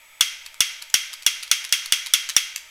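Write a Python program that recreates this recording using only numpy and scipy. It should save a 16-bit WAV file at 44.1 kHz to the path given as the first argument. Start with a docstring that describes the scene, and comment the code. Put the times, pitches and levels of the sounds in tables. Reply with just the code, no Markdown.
"""A long-necked gas lighter close to the microphone in a bare garage: its piezo hammer snaps nine times.
Each snap is a set of ringing body modes plus a broadband rattle, loud enough to clip the input, and
the garage answers with decaying noise. The trigger ticks as it slides back and forth: short noise
bursts with a resonance each. Near walls echo both; faint hiss, rumble and hum lie underneath.
"""
import sys
import numpy as np
from scipy import signal
from scipy.fft import rfft, irfft, next_fast_len
from scipy.io import wavfile

SR = 44100
rng = np.random.default_rng(int(sys.argv[2]) if len(sys.argv) > 2 else 0)


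def transcribe(signal):
    """Save signal, clipped to [-1, 1], as a 16-bit WAV file at the path in sys.argv[1]."""
    frames = np.atleast_2d(signal).T
    limited = np.clip(frames, -1, 1)
    pcm = np.round(limited * 32767).astype(np.int16)
    wavfile.write(sys.argv[1], SR, pcm)


def volts(x):
    """Linear amplitude factor 10**(x/20) for a level x in dB, scalar or array-like."""
    e = np.asarray(x, float) / 20
    return 10 ** e


N = 119070  # samples, 2.7 s


def unit(x):
    """Scaled to rms 1."""
    return x / np.sqrt(np.mean(x ** 2) + 1e-20)


def along(points, hz):
    """Interpolates (f/Hz, value) points on a log frequency axis."""
    f, value = np.transpose(points)
    return np.interp(np.log(hz + 1), np.log(f + 1), value)


def coloured(x, points):
    """x through the causal, minimum-phase filter with the gain of the (f/Hz, gain/dB) points."""
    m = 2 * next_fast_len(len(x) // 2 + 4096)
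    gain = volts(along(points, np.fft.rfftfreq(m, 1 / SR)))
    cepstrum = irfft(np.log(gain + 1e-6), m)
    # folding the cepstrum onto positive time makes the filter causal
    cepstrum[1:m // 2] *= 2
    cepstrum[m // 2 + 1:] = 0
    return irfft(rfft(x, m) * np.exp(rfft(cepstrum)), m)[:len(x)]


def fade(t, t60, rise, hold=0):
    """Quick rise, a hold, then exponential decay by 60 dB per t60 (all in s)."""
    return volts(-60 * np.maximum(t - hold, 0) / t60) * (1 - np.exp(-t / rise))


def add(track, s, sound):
    """Mixes a sound in at time s."""
    track[round(s * SR):][:len(sound)] += sound


def snaps():
    """Each blow rings the body much the same way; returns the direct sound and the garage's answer."""
    # hammer snaps: t/s, direct level/dB before the drive, rms level/dB of the garage's answer
    blows = [(0.2085, 6, -34.5), (0.605, 5, -34.5), (0.9408, 6, -34), (1.264, 3.5, -35), (1.5135, 6, -34.5),
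             (1.7244, 3, -34), (1.9222, 4.5, -34.5), (2.1366, 7, -34), (2.3645, 7.5, -34.5)]
    # modes of the lighter body: mean f/Hz, mean level/dB, t60/s, rise/s, hold/s while the hammer chatters
    body = [(1750, -13, .012, .0003, .002), (2950, -5, .016, .0006, .0035), (3400, 0, .016, .0015, .004),
            (4400, -9, .01, .0006, .003), (4900, -8, .01, .0004, .0035), (5800, -2.5, .012, .0006, .003),
            (6500, -10, .01, .0006, .003), (8800, -8, .008, .0003, .001), (11300, -12, .008, .0003, .002)]
    # colour of the hammer's broadband rattle: f/Hz, relative level/dB per Hz
    crack = [(500, -28), (900, -36.5), (1350, 3), (2400, -14.5), (3800, -7.5), (5400, 4), (7500, -4),
             (10000, -1), (12000, -13.5), (14000, -1), (15500, -30), (17000, -25.5)]
    # colour of the garage's answer: f/Hz, gain/dB
    garage = [(500, -46), (900, -27.5), (1250, -15), (1550, -9.5), (1900, -9), (2050, -1), (2250, 0),
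              (2500, -5.5), (2800, 0), (3050, -9), (3180, 6), (3270, 5), (3400, -0.5), (3600, -6),
              (4100, -8), (4800, -7.5), (5600, -3), (6400, -4.5), (7000, -12.5), (8800, -13),
              (10000, -10.5), (12500, -15.5), (14000, -22), (15600, -21), (16200, -48), (17000, -102)]
    # how much each mode differs from snap to snap; scatter_rad also varies the rattle
    scatter_db, scatter_rad, scatter_pitch = 2.5, .8, .015  # dB, rad, fraction of f
    drive_db = -15  # added to the direct level of every snap
    crack_db, crack_t60, crack_rise_s, crack_hold_s = 3, 0.017, 0.00014, 0.0011
    shift = .15  # share of the answer's power that changes as the hand moves

    near, far = np.zeros(N + SR), np.zeros(N + SR)
    t = np.arange(SR // 20) / SR
    hz, db, t60, rise, hold = np.transpose(body)[:, :, None]
    # what all snaps have in common
    phase = rng.uniform(0, 2 * np.pi, hz.shape)
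    rattle = rng.standard_normal(len(t))
    room = tail()
    for s, level_db, far_db in blows:
        size, turn, bend = rng.standard_normal((3, *hz.shape))
        pitch = hz * (1 + scatter_pitch * bend)
        waves = np.sin(2 * np.pi * pitch * t + phase + scatter_rad * turn)
        ring = np.sum(volts(db + scatter_db * size) * fade(t, t60, rise, hold) * waves, 0)
        noise = unit(coloured(rattle + scatter_rad * rng.standard_normal(len(t)), crack))
        noise = volts(crack_db) * noise * fade(t, crack_t60, crack_rise_s, crack_hold_s)
        add(near, s, volts(level_db + drive_db) * (ring + noise))
        answer = coloured(np.sqrt(1 - shift) * room + np.sqrt(shift) * tail(), garage)
        add(far, s, volts(far_db) * unit(answer))
    return near[:N], far[:N]


def ticks():
    """Trigger ticks: short plastic rattles of coloured noise, each with a resonance of its own."""
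    # trigger ticks: t/s, relative level/dB, resonance f/Hz, t60/s
    clicks = [(0.4526, -38, 3900, 0.015), (0.4614, -24, 4440, 0.017), (0.5422, -30, 7260, 0.005),
              (0.8184, -34, 4520, 0.019), (0.8222, -22, 4360, 0.02), (0.8988, -31.5, 7000, 0.019),
              (1.1303, -22.5, 5340, 0.013), (1.1362, -23, 4700, 0.02), (1.2228, -28.5, 4440, 0.014),
              (1.231, -32, 5660, 0.015), (1.4265, -23.5, 3820, 0.014), (1.4313, -21, 4300, 0.024),
              (1.4772, -31, 4400, 0.015), (1.6415, -24, 5100, 0.015), (1.6482, -20.5, 4340, 0.019),
              (1.6914, -29.5, 5650, 0.013), (1.8584, -20, 4470, 0.013), (2.0603, -20.5, 3800, 0.015),
              (2.0675, -19.5, 4560, 0.015), (2.2891, -17, 6940, 0.016), (2.2955, -17.5, 6410, 0.019),
              (2.3004, -17.5, 3610, 0.011), (2.3094, -41, 3850, 0.015), (2.335, -34, 6130, 0.015),
              (2.5595, -14.5, 6900, 0.012), (2.5677, -40, 7500, 0.013), (2.5786, -28, 7310, 0.015)]
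    # colour of the plastic rattle: f/Hz, relative level/dB per Hz
    plastic = [(500, -86), (900, -9), (1300, -4), (2500, 3.5), (4500, 2.5), (7200, -1), (11000, -2),
               (14000, -9.5), (15800, -20), (17000, -24)]
    all_db, ring_db = -5.5, -4  # gain of all ticks; resonance relative to the rattle
    rise_s, hold_s = .0007, .002

    out, t = np.zeros(N + SR), np.arange(SR // 20) / SR
    for s, db, hz, t60 in clicks:
        rattle, excitation = rng.standard_normal((2, len(t)))
        ring = signal.lfilter(*signal.iirpeak(hz, 10, SR), excitation)  # Q of 10
        sound = unit(coloured(rattle, plastic)) + volts(ring_db) * unit(ring)
        add(out, s, volts(db + all_db) * sound * fade(t, t60, rise_s, hold_s))
    return out[:N]


def wall_echoes(direct):
    """Near surfaces return delayed copies of the direct sound with their treble partly swallowed."""
    # near walls: delay t/s, level/dB
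    walls = [(.0082, -13), (.0115, -19), (.016, -23.5)]
    # colour left by the soft near surfaces: f/Hz, gain/dB
    soft_wall = [(1000, 2.5), (3600, -1), (4500, -14), (16000, -0.5)]
    reflected = coloured(direct, soft_wall)
    return sum(volts(db) * np.pad(reflected, (round(s * SR), 0))[:N] for s, db in walls)


def tail():
    """The garage's diffuse answer: a fast first part, then each frequency dying at its own speed."""
    # decay of the garage: f/Hz, t60/s
    decay = [(500, 0.22), (1300, 0.84), (3500, 0.67), (6000, 0.61), (9200, 0.44), (16000, .35)]
    near_db, near_t60 = 12.5, 0.071  # near walls that die first: starting level over the rest, s
    gap_s = .007  # time the answer takes to build

    hz, t, z = signal.stft(rng.standard_normal(SR), SR, nperseg=256)
    fading = z * volts(-60 * t / along(decay, hz)[:, None])
    answer = signal.istft(fading, SR, nperseg=256)[1][:SR]
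    t = np.arange(SR) / SR
    early = volts(near_db - 60 * t / near_t60)
    build = 1 - np.exp(-(t / gap_s) ** 2)
    answer = answer * (1 + early) * build
    return answer / np.linalg.norm(answer)


def floor():
    """Steady noise shaped into hiss, low rumble and a few narrow bands, plus a sine of mains hum."""
    # colour of the background: f/Hz, relative level/dB per Hz
    background = [(15, 4), (30, -19.5), (60, -8.5), (85, -22), (120, -16), (180, -26.5), (300, -22),
                  (450, -23.5), (620, -8.5), (730, -18), (930, -4.5), (1060, -20.5), (1300, -3),
                  (1460, -15.5), (1800, -8), (2300, 1.5), (2900, -11.5), (3400, -5), (4100, -17),
                  (4800, -15.5), (6000, -16), (7000, -12), (7500, -26), (7800, -6), (7920, -3.5),
                  (8050, -21), (12000, -14), (12700, -18), (13300, -18), (15600, -27), (16000, -19),
                  (17000, -59)]
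    hiss_db = -50.5  # rms
    hum_hz, hum_db = 60, -84.5  # Hz, dB rms
    hum = volts(hum_db) * np.sqrt(2) * np.sin(2 * np.pi * hum_hz * np.arange(N) / SR)
    return volts(hiss_db) * unit(coloured(rng.standard_normal(N), background)) + hum


def scene():
    """Snaps and ticks, their echoes, the garage and the floor, summed at the microphone."""
    near, far = snaps()
    tick = ticks()
    direct = near + tick
    tick_answer = volts(-9.5) * signal.fftconvolve(tick, tail())[:N]
    wet = far + tick_answer
    return (direct + wall_echoes(direct) + wet + floor())[None]


def low_pass(x):
    """Removes everything above the highest recorded frequency."""
    return signal.sosfilt(signal.butter(12, 17160, fs=SR, output="sos"), x)


def record(dry):
    """The microphone loses the top, the input clips with a rounded knee and the band ends."""
    # microphone response: f/Hz, gain/dB
    microphone = [(15, 0), (15600, 0), (16100, -14), (17000, -30)]
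    clip, knee = .77, 7  # ceiling in amplitude; a higher knee exponent bends more sharply
    top_hz = 16900

    heard = coloured(dry[0], microphone)[None]
    clipped = heard / (1 + np.abs(heard / clip) ** knee) ** (1 / knee)
    in_band = np.fft.rfftfreq(N, 1 / SR) < top_hz
    kept = irfft(rfft(clipped) * in_band, N)
    return low_pass(kept)


dry = scene()
out = record(dry)
transcribe(out)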